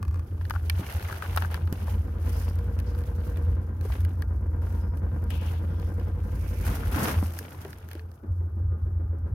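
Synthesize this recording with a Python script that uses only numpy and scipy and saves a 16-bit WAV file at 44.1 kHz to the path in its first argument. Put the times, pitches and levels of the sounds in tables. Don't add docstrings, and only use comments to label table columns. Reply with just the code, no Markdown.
import sys
import numpy as np
from scipy import signal
from scipy.fft import rfft, irfft, next_fast_len
from scipy.io import wavfile
from scipy.ndimage import uniform_filter1d, map_coordinates

SR = 44100
rng = np.random.default_rng(int(sys.argv[2]) if len(sys.argv) > 2 else 0)


def to_wav(s):
    ch = np.atleast_2d(s).T
    pcm = np.round(np.clip(ch, -1, 1) * 32767)
    wavfile.write(sys.argv[1], SR, pcm.astype(np.int16))


N = 411894

# t/s, four-stroke cycle rate/Hz
CYCLE_RATE = [(0.0, 6.3), (1.2, 6.19), (2.0, 9.09), (2.8, 9.93), (3.5, 10.08), (3.9, 7.57), (4.3, 8.46),
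              (4.7, 10.05), (5.2, 10.31), (6.2, 11.1), (6.9, 11.06), (7.2, 9.35), (7.6, 6.66), (8.1, 4.89),
              (8.8, 7.18), (9.34, 7.81)]
# t/s, travel/0-1
PEDAL_TRAVEL = [(6.88, 0.93), (6.98, 0), (8.228, 0.04), (8.24, 0.52)]
# t/s, relative level/dB
BOOM_ENVELOPE = [(0.0, -27), (0.23, -28), (0.26, -53), (0.28, -32), (0.8, -27), (0.83, -41), (0.93, -36.5),
                 (0.96, -29), (1.25, -41.5), (1.3, -27), (1.61, -32), (1.66, -24), (1.71, -36.5),
                 (1.98, -24.5), (2.08, -33), (2.26, -27), (3.35, -29.5), (3.51, -22.5), (3.67, -33.5),
                 (4.06, -23.5), (4.14, -32), (4.21, -27.5), (6.58, -30), (6.71, -25), (6.76, -34.5),
                 (6.89, -24.5), (7.08, -42), (7.18, -23), (7.52, -51), (7.6, -35), (7.62, -47.5),
                 (8.09, -38), (8.19, -57.5), (8.3, -27), (8.56, -32), (8.69, -21.5), (8.79, -36.5),
                 (8.84, -27), (9.29, -31), (9.34, -27)]
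# phase/cycles, relative level/dB
GAS_PULSES = [(0.39, 1.5), (0.651, 0), (0.856, 0.5)]
# f/Hz, width/Hz, driven gain/dB, idle gain/dB
MUFFLER_MODES = [(43.7, 2.3, -17.5, -17.5), (57.5, 4.1, -2, -10.5), (84.87, 4.44, 1, 2.5)]
# phase/cycles, relative level/dB
VALVE_TAPS = [(0.03, -5), (0.161, 3), (0.35, 1), (0.88, -4)]
# cycle rate/Hz, gain/dB
CLATTER_GAIN = [(5, -48), (6.5, -45), (8, -41), (10, -39), (11, -39)]
# f/Hz, relative level/dB
CLATTER_SPECTRUM = [(70, -29.5), (115, 6), (160, 0.5), (240, -3.5), (330, -10), (520, -11), (650, -19),
                    (1100, -23), (1600, -25), (2100, -33), (3200, -46.5), (8000, -79.5)]
# f/Hz, nominal width/Hz, driven gain/dB, idle gain/dB
PANEL_MODES = [(211.5, 24, -13.5, -22.5), (320, 112, -20, -14), (468.6, 30, -20, -46),
               (866, 24, -27, -28.5), (986, 96, -26, -36.5), (1218, 25, -30, -24.5),
               (1408, 17, -31.5, -30.5), (1577, 43, -30.5, -39.5)]
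# t/s, rustle/dB, hiss/dB
GRIP_LEVELS = [(0.3, -66.5, -72), (0.6, -55, -62.5), (1.6, -65.5, -68.5), (2.1, -61, -69),
               (3.2, -59.5, -66.5), (3.7, -67.5, -73.5), (4.1, -60, -68.5), (4.45, -91, -75.5),
               (5.1, -67.5, -71.5), (5.8, -59.5, -66.5), (6.2, -63.5, -69.5), (6.45, -60, -58.5),
               (6.6, -57, -58), (7.3, -51.5, -61.5), (7.85, -62.5, -72.5), (8.12, -77, -78.5),
               (9.3, -78.5, -81)]
# t/s, length/s, rustle/dB, hiss/dB, hiss left-right/dB
HAND_SLIDES = [(0.696, 0.474, -47.5, -56.5, -11), (1.143, 0.3, -46.5, -55.5, -9.5),
               (1.499, 0.049, -45, -62.5, -18), (1.71, 0.11, -51, -57.5, -9.5),
               (1.853, 0.074, -50.5, -53.5, -8.5), (2.19, 0.3, -52.5, -56, -4),
               (3.198, 0.24, -59.5, -67.5, -8), (3.815, 0.14, -51.5, -55, -3),
               (4.597, 0.17, -58, -63, -8.5), (5.295, 0.027, -53.5, -52, -1.5),
               (5.402, 0.12, -50, -59, -13.5), (6.626, 0.13, -44, -48, 0.5), (6.743, 0.25, -47.5, -52, 1.5),
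               (6.899, 0.21, -39.5, -42.5, 1.5), (6.976, 0.125, -38, -42.5, -5.5),
               (7.103, 0.31, -56, -53.5, 3), (7.468, 0.23, -57, -58.5, -3.5),
               (7.865, 0.11, -56, -67, -10.5)]
# f/Hz, relative level/dB
RUSTLE_SPECTRUM = [(150, -45), (400, 4), (900, 3.5), (1550, -8.5), (2000, -3), (3000, -4), (4000, -11),
                   (6500, -22.5), (9000, -43.5)]
# f/Hz, relative level/dB
HISS_SPECTRUM = [(2000, -23.5), (3500, -6.5), (5000, 2), (6700, 1), (7600, -4.5), (9300, 4), (10300, 3.5),
                 (10900, -0.5), (11900, 7.5), (13000, 4.5), (14800, -1.5), (15800, -2), (16300, -25.5)]
# t/s, rumble level/dB
PORT_PRESS = [(6.4, -83), (6.6, -63), (6.67, -36), (6.76, -41), (6.91, -42), (6.955, -28.5), (7.03, -27),
              (7.12, -30), (7.18, -40.5), (7.3, -54), (7.7, -48), (8.05, -120)]
# f/Hz, relative level/dB
RUMBLE_SPECTRUM = [(30, -39), (55, 1.5), (85, -5.5), (140, 2.5), (270, -2.5), (380, -9), (700, -15),
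                   (1200, -13.5), (2200, -21.5), (4000, -63.5)]
# f/Hz, gain/dB, t60/s
CASE_MODES = [(873, -6, 0.019), (1150, -5.5, 0.024), (1402, -2.5, 0.019), (1610, -17.5, 0.041)]
# f/Hz, relative level/dB
AIR_SPECTRUM = [(30, 1), (300, 10.5), (1500, 3.5), (3000, -51.5), (7500, -45.5), (12000, -15),
                (16000, -26.5)]
# t/s, ring gain/dB
RATCHET_TICKS = [(0.028, -30), (0.051, -39.5), (0.081, -39), (0.111, -42.5), (0.128, -47.5), (0.143, -38),
                 (0.158, -41), (0.174, -45.5), (0.194, -39)]
# f/Hz, gain/dB, t60/s
PART_MODES = [(1110, -12.5, 0.024), (1173, -3.5, 0.025), (1390, -13.5, 0.044), (1705, -10.5, 0.032),
              (2070, -17.5, 0.028), (2460, -14.5, 0.025), (4600, -21.5, 0.021), (5610, -20.5, 0.021)]
# t/s, ring gain/dB, snap gain/dB, ring centre f/Hz
GRIP_SLIPS = [(0.412, -34, -41, 1570), (0.507, -18.5, -22.5, 1380), (0.538, -29, -40.5, 1250),
              (0.551, -29, -42.5, 1250), (0.56, -24, -40.5, 1330), (0.699, -22.5, -38, 2140),
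              (0.865, -30.5, -36.5, 2700), (0.903, -48, -34.5, 1020), (0.996, -42, -31, 1630),
              (1.026, -38, -30, 1400), (1.05, -33, -46, 1970), (1.057, -39, -44, 1250),
              (1.085, -32, -45, 1910), (1.091, -34, -47, 1690), (1.111, -32, -39.5, 1450),
              (1.098, -26.5, -34, 1020), (1.126, -27, -31, 1470), (1.162, -51, -36, 960),
              (1.223, -21, -30, 1460), (1.239, -33, -44, 1470), (1.25, -27, -46.5, 1370),
              (1.348, -43, -34, 1000), (1.362, -22.5, -35.5, 1150), (1.374, -13.5, -16, 1277),
              (1.38, -23.5, -26.5, 1430), (1.422, -23.5, -25.5, 1450), (1.448, -22.5, -38, 1410),
              (1.503, -35, -42, 990), (1.543, -23, -22.5, 1520), (1.575, -31, -49, 1190),
              (1.674, -33.5, -37.5, 1470), (1.883, -29, -54, 880), (2.949, -36.5, -40.5, 1300),
              (3.901, -29.5, -47, 974), (3.921, -33, -33.5, 1840), (4.222, -31, -32, 1880),
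              (7.227, -27.5, -45, 900)]
# t/s, snap gain/dB, tick gain/dB
SEAM_CLICKS = [(0.452, -34.5, -59), (0.498, -30, -32.5), (0.698, -14, -23.5), (0.757, -38, -55),
               (0.925, -34, -38), (1.363, -39, -27), (1.726, -30, -31), (2.33, -50, -37.5),
               (2.498, -56, -40.5), (2.588, -40, -43.5), (2.79, -33, -42.5), (2.8, -35, -40),
               (2.989, -42, -42), (3.007, -46, -48.5), (3.038, -40, -47.5), (3.372, -38, -44.5),
               (3.811, -38.5, -42), (4.006, -41, -39.5), (4.049, -32, -38.5), (4.221, -43, -37),
               (4.973, -46, -49), (5.222, -60, -53), (5.24, -58, -45.5), (5.305, -30.5, -35),
               (5.798, -44, -46), (5.997, -37.5, -51), (6.872, -34, -43), (7.225, -53, -45),
               (7.337, -42, -37.5), (7.389, -29, -26), (7.649, -36, -43), (7.73, -33.5, -49.5),
               (7.785, -52, -46), (7.888, -46, -43), (7.914, -34, -42.5), (7.932, -43, -41.5),
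               (7.952, -41, -44.5), (7.994, -36.5, -57), (8.116, -53, -48.5)]
# t/s, level/dB, f/Hz
CASE_BUMPS = [(0.795, -25, 189), (0.812, -30.5, 273), (1.725, -17.5, 144), (1.88, -35.5, 827),
              (3.852, -30, 418), (7.227, -20.5, 204), (7.41, -35, 440), (7.651, -29.5, 388),
              (7.953, -34.5, 330)]
# t/s, f/Hz, tone level/dB, overtone level/dB
GEAR_WHINE = [(1.9, 465, -82, -90), (2.3, 475.5, -58, -78), (2.9, 480.3, -51.5, -72),
              (3.5, 481, -52.5, -76), (3.75, 468, -68, -85), (4.3, 456.6, -76, -71.5),
              (4.73, 466.6, -68, -60), (5.2, 479, -66, -64.5), (5.6, 486, -63, -63), (6.0, 484, -55.5, -77),
              (6.7, 487, -58, -76), (7.2, 464, -76, -90), (7.85, 439, -66, -90), (8.03, 437, -56, -84),
              (8.12, 430, -90, -94)]
# t/s, length/s, start level/dB, end level/dB, f/Hz, nominal width/f, left-right/dB
FINGER_STROKES = [(2.322, 0.18, -58.5, -62.5, 5100, 0.2, 1), (2.86, 0.055, -63, -64, 5000, 0.46, -3),
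                  (3.142, 0.14, -76, -72, 4300, .3, -11), (4.79, 0.15, -72, -79, 5155, .08, -8.5),
                  (5.3, 0.046, -46, -52, 2780, 0.46, 11.5), (5.342, 0.15, -56, -55.5, 2820, 0.36, 11),
                  (5.393, 0.099, -70, -74, 5200, 0.33, 0), (5.51, 0.07, -71, -58.5, 3100, 0.56, 5),
                  (5.668, 0.2, -72, -73, 3300, 0.21, -10.5), (5.7, .2, -71, -72, 5200, .2, -5),
                  (6.309, 0.35, -64.5, -52, 2242, 0.47, -5.5)]
# f/Hz, coherence/0-1
COHERENCE = [(100, 0.94), (250, 0.95), (500, 0.61), (1200, 0.16), (3000, 0), (12000, 0)]
# f/Hz, left-right/dB
PORT_BALANCE = [(100, 0), (300, .3), (700, .7), (1290, 5), (2380, 1), (4400, -2), (8100, -.5)]

CATCH_S = 8.236
TIME_S = np.arange(N) / SR


def amp(db):
    return 10 ** (np.asarray(db) / 20)


def unit(x):
    return x / np.sqrt(np.mean(x ** 2) + 1e-20)


def along(points, hz):
    f, v = np.transpose(points)
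    return np.interp(np.log(hz + 1), np.log(f + 1), v)


def curves(rows):
    s, *cols = np.transpose(rows)
    return [np.interp(TIME_S, s, c) for c in cols]


def wobble(rate_hz):
    knots = rng.standard_normal(int(N * rate_hz / SR) + 4)
    return map_coordinates(knots, [TIME_S * rate_hz], order=2)


def filtered(x, response):
    m = next_fast_len(N + SR // 2, real=True)
    return irfft(rfft(x, m) * response(np.fft.rfftfreq(m, 1 / SR)), m)[..., :N]


def bandpass(x, order, band_hz):
    return signal.sosfilt(signal.butter(order, band_hz, "bandpass", fs=SR, output="sos"), x)


def resonance(f, hz, width_hz):
    return 1j * f * width_hz / (hz * hz - f * f + 1j * f * width_hz)


def white(n=N):
    return rng.standard_normal((2, n))


def spread(pair, response):
    angle = lambda f: np.arccos(np.clip(along(COHERENCE, f), -1, 1)) / 2
    mid, side = filtered(pair, lambda f: response(f) * np.array([np.cos(angle(f)), np.sin(angle(f))]))
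    return unit(np.array([mid + side, mid - side]))


def coloured(pair, spectrum):
    return spread(pair, lambda f: amp(along(spectrum, f)))


def panned(side_db):
    return amp(np.vstack([side_db, -side_db]) / 2)


def gate(start_s, length_s, attack_s, release_s):
    age_s = TIME_S - start_s
    return np.clip(age_s / attack_s, 0, 1) * np.exp(-np.clip((age_s - length_s) / release_s, 0, 20))


def add(track, start_s, sound):
    part = track[..., max(round(start_s * SR), 0):][..., :sound.shape[-1]]
    part += sound[..., :part.shape[-1]]


def pulses(cycle, pattern, jitter_s, scatter_db):
    track = np.zeros(N)
    cycles = np.arange(int(cycle[-1]) + 1)
    for phase, db in pattern:
        timing, size = rng.standard_normal((len(cycles), 2)).T
        due_s = np.interp(cycles + phase, cycle, TIME_S, right=N)
        at = ((due_s + jitter_s * timing) * SR).astype(int)
        inside = (at >= 0) & (at < N)
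        track[at[inside]] += amp(db + scatter_db * size[inside])
    return unit(track)


def by_load(load, idle, driven):
    return idle + load * (driven - idle)


def exhaust(cycle, load, band_hz=(29, 107), evenness=0.9, gain_db=1.5):
    flow = pulses(cycle, GAS_PULSES, jitter_s=0.00028, scatter_db=2.4)
    flow += by_load(load, 0.7, 0.18) * rng.standard_normal(N)
    body = np.zeros(N)
    for k, (hz, width_hz, driven_db, idle_db) in enumerate(MUFFLER_MODES):
        mode = filtered(flow, lambda f: resonance(f, hz, width_hz))
        body += (-1) ** k * amp(by_load(load, idle_db, driven_db)) * mode
    boom = bandpass(body, 4, band_hz)
    power = uniform_filter1d(uniform_filter1d(boom ** 2, size=SR // 10), size=SR // 20)
    levelled = unit(boom / (np.abs(power) + 1e-3 * np.mean(power)) ** (evenness / 2))
    return levelled * amp(curves(BOOM_ENVELOPE)[0] + gain_db)


def rattle(cycle, t60_s=0.067):
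    t = np.arange(SR // 12) / SR
    track = np.zeros((2, N))
    for tap in VALVE_TAPS:
        hits = pulses(cycle, [tap], jitter_s=0.00008, scatter_db=2.24)
        ring = amp(-60 * t / t60_s) * white(len(t))
        track += signal.oaconvolve(hits[None], ring, axes=1)[:, :N]
    return unit(track)


def clatter(cycle, load, fade_cycles=0.78, grain_db=1.44, treble_hz=1900, idle_treble_db=-6):
    throb_db = by_load(load, 13, 9.5) * np.exp(-(cycle % 1) / fade_cycles)
    shake = unit(amp(throb_db + grain_db * wobble(150)))
    tap_gain = by_load(load, 0.5, 0.91)
    blows = (white() * shake + tap_gain * rattle(cycle)) / np.hypot(1, tap_gain)
    sound = amp(by_load(load, -1.33, 0.67)) * coloured(blows, CLATTER_SPECTRUM)
    for hz, width_hz, driven_db, idle_db in PANEL_MODES:
        panel = spread(blows, lambda f: resonance(f, hz, 1.36 * width_hz) ** 2)
        sound += amp(by_load(load, idle_db, driven_db)) * panel
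    dull = filtered(sound, lambda f: 1 / (1 + (f / treble_hz) ** 10))
    return dull + amp(idle_treble_db * (1 - load)) * (sound - dull)


def engine(coast_db=-6.5, catch_db=4.5, catch_fade_s=0.092):
    rate_hz, = curves(CYCLE_RATE)
    pedal, = curves(PEDAL_TRAVEL)
    cycle = np.cumsum(rate_hz) / SR
    load = np.clip(pedal * (rate_hz - 7) / 1.7, 0, 1)
    clatter_db = np.interp(rate_hz, *np.transpose(CLATTER_GAIN)) + coast_db * (1 - pedal)
    since_s = TIME_S - CATCH_S
    accent = amp(catch_db * (since_s > 0) * np.exp(-np.abs(since_s) / catch_fade_s))
    caught = np.clip(since_s / 0.005, 0, 1)
    firing = amp(clatter_db) * clatter(cycle, load) + caught * putts(cycle, rate_hz)
    return exhaust(cycle, load) + accent * firing + gears(cycle)


def hand(grip_side_db=-12.5, rise_share=0.23, uneven_db=1.17):
    rustle_db, hiss_db = curves(GRIP_LEVELS)
    rustle_power = amp(rustle_db) ** 2
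    hiss_power = (amp(hiss_db) * panned(grip_side_db)) ** 2
    for s, length_s, rustle_db, hiss_db, side_db in HAND_SLIDES:
        shape = gate(s, length_s, attack_s=rise_share * length_s, release_s=0.052)
        rustle_power += (amp(rustle_db) * shape) ** 2
        hiss_power += (amp(hiss_db) * panned(side_db) * shape) ** 2
    uneven = amp(uneven_db * wobble(24))
    return uneven * np.sqrt(rustle_power), uneven * np.sqrt(hiss_power)


def friction(rate_hz, grain_db, smooth, fade_s):
    slips = (rng.random(N) < rate_hz / SR) * amp(grain_db * np.minimum(rng.exponential(size=N), 3))
    bursts = signal.lfilter([1], [1, -np.exp(-1 / (fade_s * SR))], slips)
    return white() * (unit(bursts) + smooth)


def rubbing(crackle_db=-3, stray_db=-10):
    rustle_gain, hiss_gain = hand()
    rustle = coloured(friction(rate_hz=240, grain_db=6.5, smooth=1, fade_s=0.0031), RUSTLE_SPECTRUM)
    case = lambda f: sum(amp(db) * resonance(f, hz, 8 / t60_s) ** 2 for hz, db, t60_s in CASE_MODES)
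    crackle = spread(friction(rate_hz=140, grain_db=1.5, smooth=0.61, fade_s=0.00044), case)
    hiss = coloured(friction(rate_hz=110, grain_db=4, smooth=1.4, fade_s=0.0066), HISS_SPECTRUM)
    stray_ticks = coloured(friction(rate_hz=16, grain_db=2.5, smooth=0, fade_s=0.002), HISS_SPECTRUM)
    rumble = amp(curves(PORT_PRESS)[0] + 1.1 * wobble(45)) * coloured(white(), RUMBLE_SPECTRUM)
    return (rustle_gain * (rustle + amp(crackle_db) * crackle)
            + hiss_gain * (hiss + amp(stray_db) * stray_ticks) + rumble)


def air(level_db=-60):
    return amp(level_db) * coloured(white(), AIR_SPECTRUM)


def ratchet(tick_db=-9, tick_t60_s=0.017, side_db=2):
    t = np.arange(SR // 16) / SR
    ring = sum(amp(db - 60 * t / t60_s) * np.sin(2 * np.pi * hz * t + rng.normal(0, 0.56, (2, 1)))
               for hz, db, t60_s in PART_MODES)
    track = np.zeros((2, N))
    for s, db in RATCHET_TICKS:
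        tick = amp(tick_db - 60 * t / tick_t60_s) * white(len(t))
        add(track, s, amp(db) * (ring + tick))
    return panned(side_db) * track


def creaks(case_hz=1322, snap_t60_s=0.018, tick_t60_s=0.011, creak_tick_db=-12.5, click_ring_db=-13.5):
    slips = [(s, ring_db, snap_db, snap_db + creak_tick_db, hz) for s, ring_db, snap_db, hz in GRIP_SLIPS]
    slips += [(s, db + click_ring_db, db, tick_db, case_hz) for s, db, tick_db in SEAM_CLICKS]
    t = np.arange(SR // 12) / SR
    attack = 1 - np.exp(-t / 0.0005)
    rings, snaps, ticks = np.zeros((3, 2, N))
    for s, ring_db, snap_db, tick_db, centre_hz in slips:
        for hz, mode_db, t60_s in CASE_MODES:
            port_gains = amp(rng.normal(0, 2.2, (2, 1)))
            tuned_hz = hz * centre_hz / case_hz * rng.normal(1, 0.025)
            mode = port_gains * np.sin(2 * np.pi * tuned_hz * t + rng.normal(0, 0.8, (2, 1)))
            add(rings, s, amp(ring_db + mode_db - 60 * t / t60_s) * mode * attack)
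        add(snaps, s, amp(snap_db - 60 * t / snap_t60_s) * white(len(t)))
        add(ticks, s, amp(tick_db - 60 * t / tick_t60_s) * white(len(t)))
    snap_colour = lambda f: (3.9 * resonance(f, 1710, 300) + resonance(f, 2410, 356)
                             + 0.76 * resonance(f, 2900, 300) + 0.5 * resonance(f, 4250, 1100))
    snaps = bandpass(filtered(snaps, snap_colour), 3, band_hz=(1500, 5000))
    ticks = filtered(ticks, lambda f: amp(along(HISS_SPECTRUM, f)) * f / np.hypot(f, 6000))
    return panned(side_db=3) * rings + snaps + panned(side_db=-8) * ticks


def bumps(t60_s=0.054, roughness=0.44):
    t = np.arange(SR // 6) / SR
    attack = 1 - np.exp(-t / 0.00032)
    track = np.zeros(N)
    for s, db, hz in CASE_BUMPS:
        thud = unit(bandpass(rng.standard_normal(len(t)), 2, band_hz=(hz / 2, hz * 2)))
        knock = np.sin(2 * np.pi * hz * t) + roughness * thud
        add(track, s, amp(db - 60 * t / t60_s) * attack * knock)
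    return track


def gears(cycle, jerk_rad=0.86, waver_rad=0.3, uneven_db=2):
    hz, tone_db, overtone_db = curves(GEAR_WHINE)
    phase = 2 * np.pi * np.cumsum(hz) / SR + jerk_rad * np.sin(2 * np.pi * cycle) + waver_rad * wobble(30)
    tone = amp(tone_db + uneven_db * wobble(15)) * np.sin(phase)
    overtone = amp(overtone_db + uneven_db * wobble(16)) * np.sin(2 * phase)
    return np.sqrt(2) * (tone + overtone)


def scrapes(skirt_db=-26, uneven_db=1.5):
    track = np.zeros((2, N))
    for s, length_s, start_db, end_db, hz, width, side_db in FINGER_STROKES:
        gain = amp(np.interp(TIME_S, [s, s + length_s], [start_db, end_db]) + uneven_db * wobble(40))
        shape = gate(s, length_s, attack_s=0.0068, release_s=0.02)
        focus = lambda f: resonance(f, hz, width * hz) ** 2 + amp(skirt_db) * resonance(f, hz, hz) ** 2
        hiss = unit(filtered(rng.standard_normal((2, N), dtype=np.float32), focus))
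        track += gain * shape * panned(side_db) * hiss
    return track


def putts(cycle, rate_hz, level_db=-44.5, attack_s=0.003, t60_s=0.18):
    age_s = (cycle % 1) / rate_hz
    shape = (1 - np.exp(-age_s / attack_s)) * amp(-60 * age_s / t60_s)
    return amp(level_db) * shape * spread(white(), lambda f: resonance(f, hz=346, width_hz=220) ** 2)


def scene():
    return engine() + rubbing() + scrapes() + creaks() + ratchet() + bumps() + air()


def record(dry, top_hz=16100, fade_s=0.006):
    fade = np.clip(TIME_S[::-1] / fade_s, 0, 1)
    return filtered(dry * fade, lambda f: panned(along(PORT_BALANCE, f)) * (f < top_hz))


dry = scene()
out = record(dry)
to_wav(out)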